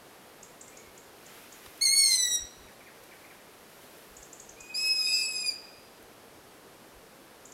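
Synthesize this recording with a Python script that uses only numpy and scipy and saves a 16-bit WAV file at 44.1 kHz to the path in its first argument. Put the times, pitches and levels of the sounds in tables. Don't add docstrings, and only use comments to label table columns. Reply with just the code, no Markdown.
import sys
import numpy as np
from scipy import signal
from scipy.fft import rfft, irfft, next_fast_len
from scipy.io import wavfile
from scipy.ndimage import map_coordinates

SR = 44100
rng = np.random.default_rng(int(sys.argv[2]) if len(sys.argv) > 2 else 0)


def master(y):
    cut = np.clip(np.atleast_2d(y).T, -1, 1)
    pcm = np.round(cut * 32767)
    wavfile.write(sys.argv[1], SR, pcm.astype(np.int16))


N = 332073


def amp(db):
    return 10 ** (np.asarray(db) / 20)


def unit(x):
    return x / np.sqrt(np.mean(x ** 2) + 1e-20)


def along(points, hz):
    freqs, values = np.transpose(points)
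    return np.interp(np.log(hz + 1), np.log(freqs), values)


def filtered(x, response):
    size = next_fast_len(len(x) + SR // 4)
    return irfft(rfft(x, size) * response(np.fft.rfftfreq(size, 1 / SR)), size)[:len(x)]


def noise(spectrum, size):
    return unit(filtered(rng.standard_normal(size), lambda hz: amp(along(spectrum, hz))))


def wobble(rate, size):
    knots = rng.standard_normal(int(size * rate / SR) + 4)
    return map_coordinates(knots, [np.arange(size) * rate / SR])


def bump(t, s, length):
    return np.exp(-((t - s) / length) ** 2)


def gate(t, start, end, attack, release):
    return np.clip(np.minimum((t - start) / attack, (end - t) / release), 0, 1)


def add(track, s, x):
    i = round(s * SR)
    track[i:i + len(x)] += x[:max(N - i, 0)]


def woodland(x, near_db, far_db, near_t60):
    # (frequency [Hz], time to fall 60 dB [s])
    tail_t60 = [(500, 0.59), (2500, 1.27), (5000, 0.97), (8000, 0.67), (14000, 0.12)]
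    t = np.arange(SR) / SR
    delays = np.sort(rng.uniform(.003, .14, 90))
    echo_gains = rng.choice([-1, 1], len(delays)) * amp(-60 * delays / near_t60)
    near = np.bincount((delays * SR).astype(int), echo_gains, SR)
    hz, age, bands = signal.stft(rng.standard_normal(SR), SR, nperseg=256)
    fading = bands * amp(-60 * age / along(tail_t60, hz)[:, None])
    far = signal.istft(fading, SR, nperseg=256)[1][:SR] * (1 - np.exp(-t / 0.017))
    echoes = amp(near_db) * near / np.linalg.norm(near) + amp(far_db) * far / np.linalg.norm(far)
    return x + signal.fftconvolve(x, echoes)[:N]


def air(level_db=-53.5):
    # (frequency [Hz], density [dB])
    rush_colour = [(15, -40), (25, -9.5), (55, -11), (133, -5.5), (461, 0.5), (572, -2), (881, -5),
                   (1360, -8.5), (1730, -9.5), (2030, -12), (3990, -16), (4450, -16), (7420, -20),
                   (12400, -19), (15800, -31)]
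    return amp(level_db + 0.15 * wobble(3.8, N)) * noise(rush_colour, N)


def leaves(hiss_db=-62.5, sag_db_per_s=0.54):
    # (frequency [Hz], density [dB])
    leaf_colour = [(400, -25), (1200, 3), (2500, 2), (4000, -2.5), (8000, -7), (12500, -3), (15800, -12)]
    # (time [s], half-width [s], level [dB], brightness [dB per octave])
    stirs = [(1.335, 0.12, -59.5, -1), (1.66, 0.29, -57.5, 0.5), (3.2, 0.29, -68, 0),
             (3.97, 0.29, -62.5, 2)]
    t = np.arange(N) / SR
    hiss = noise(leaf_colour, N)
    rustle = amp(hiss_db - sag_db_per_s * t) * hiss
    for s, width, db, brightness in stirs:
        tilted = filtered(hiss, lambda hz: amp(brightness * np.log2(hz + 1)))
        rustle += amp(db) * bump(t, s, width) * unit(tilted)
    return rustle * amp(0.68 * wobble(25, N))


def wind_puffs(half_width_s=0.025):
    # (time [s], level [dB])
    puffs = [(.89, -62), (1.68, -63), (2.25, -63), (2.335, -58.5), (2.428, -48), (2.6, -53), (2.66, -56),
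             (4.112, -56), (4.2, -61), (4.524, -58), (4.622, -59), (4.99, -56.5), (6.051, -64), (6.37, -59),
             (6.964, -55)]
    # (frequency [Hz], density [dB])
    rumble_colour = [(20, -15), (45, 0.5), (75, 0), (130, -16), (300, -29), (1000, -80)]
    t = np.arange(N) / SR
    return sum(amp(db) * bump(t, s, half_width_s) for s, db in puffs) * noise(rumble_colour, N)


def taps_and_twigs(tap_t60=0.021, twig_t60=0.031):
    # (time [s], level [dB], pitch [Hz])
    taps = [(1.661, -34, 1380), (1.735, -46.5, 1220)]
    # (time [s], level [dB])
    clicks = [(1.775, -44), (3.035, -46), (6.025, -48)]
    out, t = np.zeros(N), np.arange(SR // 16) / SR
    for s, db, hz in taps:
        knock = noise([(hz / 4, -25), (hz, 0), (hz * 1.3, -8), (hz * 6, -24)], len(t))
        add(out, s, amp(db - 60 * t / tap_t60) * knock * (1 - np.exp(-t / 0.00088)))
    for s, db in clicks:
        click = noise([(2000, -20), (8000, -7), (12000, 0), (15800, -10)], len(t))
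        add(out, s, amp(db - 60 * t / twig_t60) * click * (1 - np.exp(-t / .002)))
    return out


def note(hz, waver):
    swell = np.sqrt(abs(np.sin(np.linspace(0, np.pi, len(hz)))))
    pitch = hz * (1 + waver * wobble(524, len(hz)))
    return swell * np.sin(2 * np.pi * np.cumsum(pitch) / SR)


def far_songbirds(top_hz=2506, low_hz=1106, fall_s=.021):
    # (time [s], length [s], pitch [Hz], level [dB])
    whistles = [(.52, 0.039, 1915, -60.5), (.67, .032, 2115, -60), (.71, .044, 2390, -58.5),
                (.776, .04, 2230, -60), (.82, .08, 2180, -64)]
    # (time [s], length [s], level [dB])
    chirps = [(2.669, .042, -54), (2.803, 0.021, -53.5), (2.86, 0.038, -50), (3.11, 0.038, -50),
              (3.24, 0.018, -50.5), (3.298, 0.036, -50.5)]
    out = np.zeros(N)
    for s, length, hz, db in whistles:
        add(out, s, amp(db) * note(np.full(int(length * SR), hz), waver=0.02))
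    for s, length, db in chirps:
        t = np.arange(0, length, 1 / SR)
        hz = low_hz + (top_hz - low_hz) / (1 + (t / fall_s) ** 2)
        add(out, s, amp(db) * hz / top_hz * note(hz, waver=0.025))
    return woodland(out, near_db=-0.5, far_db=-10, near_t60=.5)


def alarm_ticks(foliage_t60=0.39):
    # (time [s], relative level [dB], centre pitch [Hz])
    ticks = [(0.429, -41, 7060), (0.6113, -39, 7530), (0.6793, -45, 7410), (0.7714, -43, 6826),
             (0.9767, -44, 7110), (1.263, -45.5, 6890), (1.524, -44, 6900), (4.167, -41, 7200),
             (4.2275, -42, 6860), (4.329, -40.5, 7020), (4.399, -38.5, 6997), (4.492, -42, 6770),
             (4.605, -39.5, 6820), (7.4535, -43, 7030), (7.5204, -43, 6890)]
    out, t = np.zeros(N), np.arange(SR // 8) / SR
    for s, db, hz in ticks:
        sweep = hz * (1 + 0.172 * np.tanh((t - .005) / 0.0062) + 0.048 * wobble(2790, len(t)))
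        snap_colour = [(hz * 0.53, -30), (hz * 0.75, -9), (hz, 0), (hz * 1.1, -4), (hz * 1.57, -28)]
        snap = noise(snap_colour, len(t))
        flick = (np.sin(2 * np.pi * np.cumsum(sweep) / SR) + 0.43 * snap) * bump(t, .005, 0.0034)
        foliage = rng.standard_normal(len(t)) * amp(-60 * t / foliage_t60)
        scatter = signal.fftconvolve(flick, foliage)[:len(t)]
        add(out, s - .002, amp(db - 1) * (flick + amp(-1.5) * unit(scatter) * flick.std()))
    return out


def strain(t, stretches, rise_s, fall_s):
    return sum(amp(db) * gate(t, start, end, rise_s, fall_s) for start, end, db in stretches)


def squeal_pitch(t, top_hz, hold_s, slide_s, low_hz, scoop_s, drop, scoop=.1, catch=None, drop_s=0.0132):
    age = t - t[0]
    hz = low_hz + (top_hz - low_hz) / (1 + (np.maximum(age - hold_s, 0) / slide_s) ** 2)
    if catch:
        s, length, depth_hz = catch
        progress = np.maximum(t - s, 0) / length
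        hz = hz - depth_hz * (progress * np.exp(1 - progress)) ** 2
    onset = 1 - scoop * np.exp(-age / scoop_s)
    collapse = 1 - drop * np.exp((t - t[-1]) / drop_s)
    return hz * onset * collapse


def squeal(call, throat, rasp_colour, jitter, shake, flutter_db, hiss_db):
    # (frequency [Hz], level [dB])
    undertone_colour = [(1100, -26.5), (1260, -9.5), (2200, 2), (3300, -16), (3800, -1.5), (5500, 2),
                        (8000, -5), (10000, -4.5), (15000, -18)]
    start, end = call["start"], call["end"]
    t = np.arange(start, end, 1 / SR)
    n = len(t)
    hz = squeal_pitch(t, **call["pitch"])
    swells_db = sum(db * bump(t, s, width) for s, width, db in call.get("swells", []))
    level_db = call["level_db"] - call["sag_db_per_s"] * (t - start) + swells_db
    rasp = amp(call["rasp_db"]) + strain(t, call.get("crack", []), rise_s=0.084, fall_s=0.065)
    undertone = strain(t, call.get("undertone", []), rise_s=.09, fall_s=0.023)
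    phase = 2 * np.pi * np.cumsum(hz * (1 + jitter * wobble(220.2, n))) / SR
    phase += shake * rasp * wobble(900, n)
    tone = sum(amp(along(throat, k * hz) + flutter_db * wobble(45.67, n)) * np.sin(k * phase)
               for k in range(1, 9))
    tone *= 1 + 0.2 * rasp * wobble(700, n)
    slip = 0.5 * wobble(124.6, n)
    halves = sum(amp(along(undertone_colour, k * hz) + 4.5 * wobble(42.0, n)) * np.sin(k * phase + slip)
                 for k in np.arange(7) + .5)
    hiss = noise(rasp_colour, n) * (1 + .5 * np.cos(phase)) * amp(1.5 * wobble(72.5, n))
    voice = unit(tone) + undertone * unit(halves) + rasp * amp(hiss_db) * unit(hiss)
    out = np.zeros(N)
    add(out, start, gate(t, start, end, call["attack_s"], call["release_s"]) * amp(level_db) * voice)
    return out


def owl_chicks():
    # (from [s], to [s], level [dB])
    falling_call = dict(start=1.809, end=2.388, level_db=-23.5, sag_db_per_s=8, attack_s=0.013, release_s=.042, swells=[(1.997, 0.034, 4),
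                    (2.18, 0.014, -3), (2.3, .012, -7)],
                    pitch=dict(top_hz=2213.5, hold_s=.14, slide_s=.23, low_hz=1809, scoop_s=0.00714, drop=0, catch=(1.848, .03, 111.2)),
                    undertone=[(1.815, 1.87, -18.5), (1.925, 2.175, -13.5)],
                    rasp_db=-35.5, crack=[(2.045, 2.205, -15.5)])
    thin_call = dict(start=4.74, end=5.264, level_db=-30, sag_db_per_s=1.5, attack_s=0.013, release_s=0.05, swells=[(4.878, 0.047, 3.5),
                 (4.943, 0.0099, -7.5), (5.19, 0.036, 2)],
                 pitch=dict(top_hz=2563, hold_s=.165, slide_s=.18, low_hz=2448, scoop_s=.016, drop=0.12),
                 undertone=[(4.76, 4.9, -25), (4.93, 5.26, -19.5)], rasp_db=-25)
    joining_call = dict(start=5.045, end=5.524, level_db=-33, sag_db_per_s=6.5, attack_s=0.013, release_s=0.032, pitch=dict(top_hz=2605, hold_s=.14, slide_s=.275, low_hz=2293, scoop_s=.015, drop=0.098),
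                    undertone=[(5.25, 5.53, -20.5)], rasp_db=-28)
    far_call = dict(start=4.555, end=4.85, level_db=-49, sag_db_per_s=10, attack_s=0.076, release_s=0.02, pitch=dict(top_hz=2536, hold_s=.3, slide_s=.2, low_hz=2450, scoop_s=.017, scoop=0.2, drop=0, catch=(4.595, 0.049, 65.2)),
                rasp_db=-30)
    # (frequency [Hz], gain [dB])
    falling_throat = [(1950, -14), (2150, -11), (3750, -5.5), (4200, 0.5), (5800, 1), (6600, -8),
                      (7700, -4.5), (8600, -3.5), (9800, -12), (11000, -12), (11600, -22), (13000, -18.5),
                      (15500, -28)]
    thin_throat = [(2500, -9), (4500, 6.5), (5050, 1), (7600, -12), (10200, -14.5), (12800, -23.5),
                   (15300, -45)]
    joining_throat = [(2440, -7), (2600, -4), (4850, 3.5), (5200, -4.5), (7500, -9), (10300, -9.5),
                      (12800, -25), (15300, -40)]
    far_throat = [(2500, 1.5), (5000, -14), (7600, -11.5), (10000, -31)]
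    # (frequency [Hz], density [dB])
    falling_rasp = [(1200, -38), (2800, -37), (4300, -5), (6000, 7), (8500, -13), (9700, -3), (11200, -17),
                    (12600, -4), (15500, -20)]
    thin_rasp = [(1200, -39), (3200, -26), (4450, -0.5), (5400, -6), (6300, 1), (7500, -11), (9500, -10),
                 (11500, -9), (15500, -33)]
    falling = squeal(falling_call, falling_throat, falling_rasp,
                     jitter=0.0039, shake=0.34, flutter_db=2, hiss_db=2.5)
    thin = squeal(thin_call, thin_throat, thin_rasp,
                  jitter=0.0013, shake=0.29, flutter_db=2.5, hiss_db=3.5)
    joining = squeal(joining_call, joining_throat, thin_rasp,
                     jitter=0.0012, shake=0.33, flutter_db=2, hiss_db=3)
    far = squeal(far_call, far_throat, thin_rasp, jitter=0.003, shake=0.26, flutter_db=1.5, hiss_db=-3)
    return (woodland(falling, near_db=-3.5, far_db=-21, near_t60=0.31)
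            + woodland(thin + far, near_db=-7, far_db=-14, near_t60=0.19)
            + woodland(joining, near_db=-2.5, far_db=-14.5, near_t60=0.25))


def scene():
    birds = owl_chicks() + alarm_ticks() + far_songbirds()
    return (birds + taps_and_twigs() + air() + leaves() + wind_puffs())[None]


def record(dry):
    top_hz = 15850
    return np.array([filtered(channel, lambda hz: hz < top_hz) for channel in dry])


dry = scene()
out = record(dry)
master(out)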